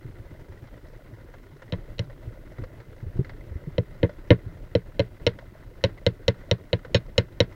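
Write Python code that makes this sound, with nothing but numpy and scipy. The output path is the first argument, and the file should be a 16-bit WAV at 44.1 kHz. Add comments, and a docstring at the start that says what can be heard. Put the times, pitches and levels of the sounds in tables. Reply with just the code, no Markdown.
"""Hard gear clicks on an underwater housing, ever more regularly, heard from inside the case.
A diver with a speargun holds it: each blow excites damped modes, rebounds once and leaves a rattle.
Around it water rushes as modulated noise and gurgles as short tones, and bumps are swelling low tones.
Shrimp snaps crackle as filtered noise bursts from a weedy reef, the nearer ones over a low knock.
One late click also sets a thin metal part ringing: a few decaying sines with a buzz."""
import sys
import numpy as np
from scipy import signal
from scipy.fft import rfft, irfft
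from scipy.io import wavfile

SR = 44100
rng = np.random.default_rng(int(sys.argv[2]) if len(sys.argv) > 2 else 0)


def dump_mix(stems):
    """Bounce the given channels to the path in sys.argv[1] as a 16-bit WAV at rate SR."""
    frames = np.atleast_2d(stems).T  # one column per channel
    limited = np.clip(frames, -1, 1)  # hard clip at full scale
    pcm = np.round(limited * 32767).astype(np.int16)
    wavfile.write(sys.argv[1], SR, pcm)


N = 332955

# In each spectrum below the levels are relative: the noise made from it is scaled to rms 1.
# rush of water: (f/Hz, level/dB per Hz)
WATER_SPECTRUM = [(10, -10), (30, 8.5), (65, -3), (110, 1), (160, -7.5), (220, -15.5), (350, -11),
                  (450, -21), (600, -16.5), (800, -34), (2000, -42), (2600, -38.5), (6000, -55.5)]
# course of the rush, before its overall level: (t/s, level/dB)
FLOW_LEVEL = [(0.0, -45.5), (1.58, -51.5), (1.78, -45), (2.52, -46), (2.88, -48), (3.2, -44), (3.3, -45),
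              (3.53, -47.5), (3.66, -46), (5.86, -48), (6.41, -48), (7.55, -46)]
# rate of the eddies' swelling: (f/Hz, level/dB per Hz)
EDDY_SPECTRUM = [(2, 0.5), (12, 7.0), (30, -19.5), (100, -95)]
# mean colour of a snap heard through the housing: (f/Hz, level/dB per Hz)
SNAP_SPECTRUM = [(300, -7.5), (520, 8), (800, -7), (950, 2.5), (1200, -5.5), (1420, 2.5), (1700, -4),
                 (2050, 4), (2350, -16), (3500, -18), (4100, -15.5), (6000, -27), (8000, -35.5),
                 (14000, -64)]
# strongest bumps of water and handling, before their overall level: (t/s, level/dB, f/Hz)
STRONG_BUMPS = [(0.046, -30, 123.6), (0.492, -34, 88), (1.122, -33.5, 109), (2.272, -27, 107),
                (2.586, -27.5, 120), (2.62, -24.5, 89), (3.027, -25, 114), (3.065, -25, 87),
                (3.155, -27, 104), (3.191, -10, 123), (3.207, -18.5, 134), (3.511, -27.5, 73),
                (3.555, -21.5, 76), (3.672, -23.5, 147), (4.462, -24.5, 99)]
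# scuffing under a bump: (f/Hz, level/dB per Hz)
SCUFF_SPECTRUM = [(80, -18.5), (180, 13.5), (400, 18), (580, -4), (800, -19.5), (2000, -24), (3500, -53)]
# nearest shrimp snaps and ticks: (t/s, relative level/dB, low knock level/dB)
NEAR_TICKS = [(1.338, -46, -6), (1.62, -44.5, 6), (2.097, -46.5, -4), (2.583, -45.5, 11.5),
              (2.637, -43.5, 12), (2.801, -46, -2), (3.246, -44.5, -6), (3.293, -41.5, 1.5),
              (4.0934, -45.5, 16.5), (5.387, -44, 7), (5.9762, -46, -6), (6.848, -40.5, 8)]
# modes of the housing, at their mean pitch: (f/Hz, relative level/dB, t60/s, build-up/s)
HOUSING_MODES = [(92, 1, 0.058, 0.026), (118.1, -2.5, 0.088, 0.037), (177, -17, 0.11, 0.0065),
                 (264, -27, 0.056, 0.0087), (335, -32.5, 0.057, 0.00036), (426, -11, 0.074, 0.044),
                 (470.3, -12, 0.063, 0.00013), (565, -9.5, 0.038, 0.00021), (681, -28.5, 0.059, 0.0015),
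                 (915, -26, 0.036, 0.000086), (980, -30, 0.056, 0.00044), (1107, -36.5, 0.07, 0.0024),
                 (1392, -25.5, 0.016, 0.00072), (1650, -26.5, 0.0048, 0.0003), (1743, -47.5, 0.025, 0.0025),
                 (1840, -22, 0.021, 0.00041), (2078, -23, 0.044, 0.0005), (2670, -12.5, 0.0091, 0.001),
                 (2766, -32, 0.029, 0.0096), (2975, 2, 0.0055, 0.0014), (3862, -13.5, 0.017, 0.00025),
                 (4212, -10, 0.0084, 0.00029), (5440, -17, 0.0099, 0.00042), (5575, -22, 0.014, 0.00006),
                 (6650, -23.5, 0.0078, 0.00054), (7180, -34, 0.014, 0.00056), (8900, -43, 0.013, .00025),
                 (9660, -31, .007, 0.00031)]
# blows of the gear: (t/s, relative level/dB, thud level/dB, snap level/dB, contact hardness f/Hz,
#                     rebound delay t/s, rebound level/dB)
BLOWS = [(1.7231, -20.5, 19, 6, 4600, .012, 5.5), (1.983, -40.5, 0, 12, 6000, 0.0037, -11),
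         (1.9924, -15, 15, 2, 6450, .0035, -6.5), (3.7813, -3.5, 6, -5.5, 3400, .006, -18),
         (4.0306, -4.5, 11, 2.5, 2130, .013, -2), (4.3052, 3.5, 8, .5, 2740, 0.01, -2),
         (4.7515, 1, -1.5, -8, 4230, .0061, -9.5), (4.9945, 0, -1, -7.5, 4800, 0.0072, 1),
         (5.2663, .5, -4, -3, 7100, .0064, -2), (5.8392, 0.5, 0, -3.5, 6750, 0.0075, -2.5),
         (6.0649, 0.5, 1, -3.5, 6850, .0059, -9), (6.2808, 1, 0, -2.5, 8000, .0054, -8),
         (6.5127, -1.5, 4, -0.5, 7500, 0.0075, -12), (6.7302, -2.5, 3, -1, 4450, .0059, -8.5),
         (6.946, -0.5, 5, -2, 6000, .0056, 0.5), (7.1798, .5, 2.5, 1, 10400, .0052, -7.5),
         (7.4035, 1.5, 0, -1, 7600, .006, -7.5)]
# dense weak modes that rattle on after a click: (f/Hz, level/dB per Hz)
RATTLE_SPECTRUM = [(90, -7.5), (175, 13.5), (385, 15), (500, 11.5), (620, 8.5), (790, -20.5), (950, -1),
                   (1250, -10), (1450, 3), (2100, 1), (2300, -5.5), (4100, -8.5), (4900, -16), (14000, -50)]
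# moments when the thin metal part is set ringing: (t/s, relative level/dB)
METAL_PINGS = [(6.9447, -33.5)]
# modes of the metal part, before the water damps them: (f/Hz, relative level/dB, t60/s)
METAL_MODES = [(2490, 0, 0.26), (3220, -21, 0.056), (3760, 2.5, 0.23), (4113, -19, 0.088),
               (4360, -26, 0.042), (5400, -5, 0.19), (6640, -1, 0.088)]
# buzz of the metal part against its seat: (f/Hz, level/dB per Hz)
BUZZ_SPECTRUM = [(600, -25), (1500, 5), (2700, 0), (4200, 10), (5000, -19), (8000, -52)]
# hiss of the microphone: (f/Hz, level/dB per Hz)
HISS_SPECTRUM = [(1000, 11), (5000, 1), (8000, -3), (11000, -3), (14000, -0.5), (15800, 1.5)]

# a bump of BUMP_DB peaks after SWELL_S; stronger ones come quicker (time halves every SWELL_HALVING_DB)
BUMP_DB, SWELL_S, SWELL_HALVING_DB = -25, 0.0067, 14.5
# scuffing under a bump of pitch SCUFF_HZ; higher bumps scuff more
SCUFF_HZ, SCUFF_DB, SCUFF_DB_PER_OCTAVE = 115, -17.5, 4.5
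# the hollow knock of a firm contact; it grows per octave of softer contact and per dB of force
FIRM_HZ, KNOCK_DB, KNOCK_DB_PER_OCTAVE, KNOCK_DB_PER_DB = 6500, 5, 12, 0.9
# the rattle follows the snap of the walls, and is stronger after a lively rebound
RATTLE_DB, RATTLE_DB_PER_REBOUND_DB = -17.5, 0.43
# no two blows land on the same spot, so each wall mode is fed a little differently
PLACE_SPREAD_DB = 1.2
# upper edge of the band
EDGE_HZ = 15900


def amp(db):
    """Logarithmic level: converts decibels to gain."""
    return 10 ** (np.asarray(db) / 20)


def unit(x):
    """Normalisation: scales a signal to rms 1."""
    return x / np.sqrt(np.mean(x ** 2) + 1e-20)


def read(points, hz):
    """Interpolation: joins spectrum points in dB by straight lines over log frequency."""
    f, db = np.transpose(points)
    return np.interp(np.log(hz + 1), np.log(f), db)  # + 1 avoids log(0)


def add(mix, s, sound):
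    """Superposition: adds a sound to the mix at s seconds, in place."""
    part = mix[max(round(s * SR), 0):][:len(sound)]
    part += sound[:len(part)]


def noise(points, size):
    """Spectral shaping: filters white noise to the given spectrum, at rms 1."""
    white = rfft(rng.standard_normal(size))
    gain = amp(read(points, np.fft.rfftfreq(size, 1 / SR)))
    return unit(irfft(white * gain, size))


def seconds(size):
    """Sampling: the time axis of a number of samples."""
    return np.arange(size) / SR


def dying(t, t60):
    """Exponential damping: loses 60 dB in t60 seconds."""
    return np.exp(-np.log(1000) * t / t60)


def hump(hz, centre_hz, octaves):
    """Band weighting: a bell over log frequency."""
    return np.exp(-(np.log2(hz / centre_hz) / octaves) ** 2)


def water(level_db=2.8, eddy_db=2.6):
    """Turbulence: a low noise rush follows the flow and swells in small eddies."""
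    flow_db = np.interp(seconds(N), *np.transpose(FLOW_LEVEL))
    eddies = noise(EDDY_SPECTRUM, N)
    return amp(level_db + flow_db + eddy_db * eddies) * noise(WATER_SPECTRUM, N)


def gurgles(level_db=-57, per_second=45, spread_db=3.0, low_hz=230, high_hz=640, ring_t60=0.028):
    """Damped resonance: small pockets of stirred water knock softly, each at its own pitch."""
    out, t = np.zeros(N), seconds(size=3000)
    shape = dying(t, ring_t60) * (1 - np.exp(-t / 0.0016))
    for when, size, pitch in rng.random((int(per_second * N / SR), 3)):
        hz = low_hz * (high_hz / low_hz) ** pitch
        gain = amp(spread_db * min(-np.log(size), 3))
        add(out, when * N / SR, gain * shape * np.sin(2 * np.pi * hz * t))
    return amp(level_db) * unit(out)


def snap_colour(spread_db):
    """Path filtering: every path through the reef colours a snap differently."""
    return [(hz, db + spread_db * rng.standard_normal()) for hz, db in SNAP_SPECTRUM]


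def shrimp(level_db=-58.5, per_second=260, spread_db=2.5, blur_t60=0.058, path_count=40):
    """Multipath: many distant snaps of unequal size, each smeared and coloured by its path."""
    out, t = np.zeros(N), seconds(size=2048)
    path_db = 5.5
    paths = [noise(snap_colour(path_db), len(t)) * dying(t, blur_t60) for _ in range(path_count)]
    for when, size, path in rng.random((int(per_second * N / SR), 3)):
        gain = amp(spread_db * min(-np.log(size), 4))
        add(out, when * N / SR, gain * paths[int(path * path_count)])
    return amp(level_db) * unit(out)


def bump(db, hz):
    """Impulsive pressure: a soft push rocks the housing for a few cycles, with a little scuffing."""
    t = seconds(size=6000)
    swell_s = SWELL_S * 2 ** ((BUMP_DB - db) / SWELL_HALVING_DB)
    push = t / swell_s * np.exp(1 - t / swell_s)
    scuff_db = SCUFF_DB + SCUFF_DB_PER_OCTAVE * np.log2(hz / SCUFF_HZ)
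    scuff = amp(scuff_db) * noise(SCUFF_SPECTRUM, len(t))
    return amp(db) * push * (scuff - np.sin(2 * np.pi * hz * t))


def bumps(strong_db=-1, faint_db=-42, spread_db=6, per_second=1.5, low_hz=80, high_hz=170):
    """Superposed pushes: the strong bumps at set times, and faint ones at random."""
    out = np.zeros(N)
    for s, db, hz in STRONG_BUMPS:
        add(out, s, amp(strong_db) * bump(db, hz))
    for when, size, pitch in rng.random((int(per_second * N / SR), 3)):
        hz = low_hz * (high_hz / low_hz) ** pitch
        add(out, when * N / SR, bump(faint_db + spread_db * (size - .5), hz))
    return out


def tick(low_db, spray_db=4, body_db=-3, body_hz=510, body_t60=0.064, spray_t60=0.061):
    """Early reflection: a soft spray of reflections over a small low knock."""
    t = seconds(size=4096)
    attack = 1 - np.exp(-t / .001)
    path_db = 2.5
    spray = noise(snap_colour(path_db), len(t)) * dying(t, spray_t60)
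    hz = body_hz * rng.uniform(.92, 1.16)
    knock = dying(t, body_t60) * np.sin(2 * np.pi * hz * t)
    return attack * (amp(spray_db) * spray + amp(body_db + low_db) * knock)


def ticks(faint_db=-52.0, faint_low_db=-2, spread_db=5, per_second=3):
    """Superposed snaps: the nearest ones at set times, and fainter ones at random."""
    out = np.zeros(N)
    for s, db, low_db in NEAR_TICKS:
        add(out, s, amp(db) * tick(low_db))
    for when, size in rng.random((int(per_second * N / SR), 2)):
        gain = amp(faint_db + spread_db * (size - 1.0))
        add(out, when * N / SR, gain * tick(faint_low_db))
    return out


def housing(detune):
    """Modal vibration: the mode pitches and their ring; a changing grip moves each a little."""
    hz, db, t60, build = np.transpose(HOUSING_MODES)[:, :, None]
    hz = hz * (1 + detune * rng.standard_normal(hz.shape))
    t = seconds(size=6000)
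    # neighbouring modes move the wall in opposite directions
    sign = -(-1) ** np.arange(len(hz))[:, None]
    envelope = (1 - np.exp(-t / build)) * dying(t, t60)
    return hz.ravel(), sign * amp(db) * envelope * np.sin(2 * np.pi * hz * t)


def rattle(hard_hz, t60=0.097, build_s=.0025):
    """High modal density: weak modes ring on as noise after a blow, duller after a soft contact."""
    t = seconds(size=6000)
    colour = [(hz, db - 10 * np.log10(1 + (hz / hard_hz) ** 4)) for hz, db in RATTLE_SPECTRUM]
    return (1 - np.exp(-t / build_s)) * dying(t, t60) * noise(colour, len(t))


def clicks(level_db=0, snap_hz=760, wall_hz=1200, light_flight_s=0.0044, landing_hz=9000):
    """Impact excitation: each blow rings the housing, rebounds once and leaves a short rattle."""
    out = np.zeros(N)
    for s, blow_db, thud_db, snap_db, hard_hz, rebound_s, rebound_db in BLOWS:
        hz, modes = housing(detune=.012)
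        wall = 1 / (1 + (snap_hz / hz) ** 6)  # selects the modes of the walls, above snap_hz
        place_db = PLACE_SPREAD_DB * wall * rng.standard_normal(len(hz))
        softness_octaves = np.log2(FIRM_HZ / hard_hz)
        knock_db = KNOCK_DB + KNOCK_DB_PER_OCTAVE * softness_octaves + KNOCK_DB_PER_DB * blow_db
        # the place of contact decides which modes are fed; a soft contact misses the high ones
        body_db = thud_db * hump(hz, 132, 0.69) + knock_db * hump(hz, 307, 0.41)
        feed = amp(blow_db + body_db + snap_db * wall + place_db)
        feed = feed / np.sqrt(1 + (hz / hard_hz) ** 6)
        add(out, s, feed @ modes)
        # a quick rebound only ticks the stiff wall modes; a long flight lands heavier and duller
        weight = (rebound_s / light_flight_s) ** 2
        stiff = hz ** 2 / (hz ** 2 + (wall_hz / weight) ** 2)
        landing = stiff / np.sqrt(1 + (hz * weight / landing_hz) ** 4)
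        add(out, s + rebound_s, amp(rebound_db) * (feed * landing) @ modes)
        rattle_db = RATTLE_DB + blow_db + snap_db + RATTLE_DB_PER_REBOUND_DB * rebound_db
        add(out, s, amp(rattle_db) * rattle(hard_hz))
    return amp(level_db) * out


def pings(buzz_db=3, buzz_t60=0.48):
    """Fluid damping: the metal part rings and buzzes against its seat until the water damps it."""
    t, out = seconds(size=6000), np.zeros(N)
    ring = sum(amp(db) * dying(t, t60) * np.sin(2 * np.pi * hz * t) for hz, db, t60 in METAL_MODES)
    buzz = amp(buzz_db) * dying(t, buzz_t60) * noise(BUZZ_SPECTRUM, len(t))
    # a quick onset, then a steep fall around 33 ms that overrides the slower decays
    damping = (1 - np.exp(-t / .0005)) * np.exp(-(t / .033) ** 4)
    for s, db in METAL_PINGS:
        add(out, s, amp(db) * (ring + buzz) * damping)
    return out


def scene():
    """Linear superposition: everything reaches one microphone inside the housing."""
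    surroundings = water() + gurgles() + shrimp() + bumps() + ticks()
    return (surroundings + clicks() + pings())[None]


def record(dry, hiss_db=-66):
    """Transduction: adds microphone hiss, a soft overload at full scale and the band limit."""
    wet = dry + amp(hiss_db) * noise(HISS_SPECTRUM, N)
    wet = wet / (1 + wet ** 8) ** (1 / 8)
    lowpass = signal.firwin(511, EDGE_HZ, window=("kaiser", 9), fs=SR)
    return signal.oaconvolve(wet, lowpass[None], "same")


dry = scene()
out = record(dry)
dump_mix(out)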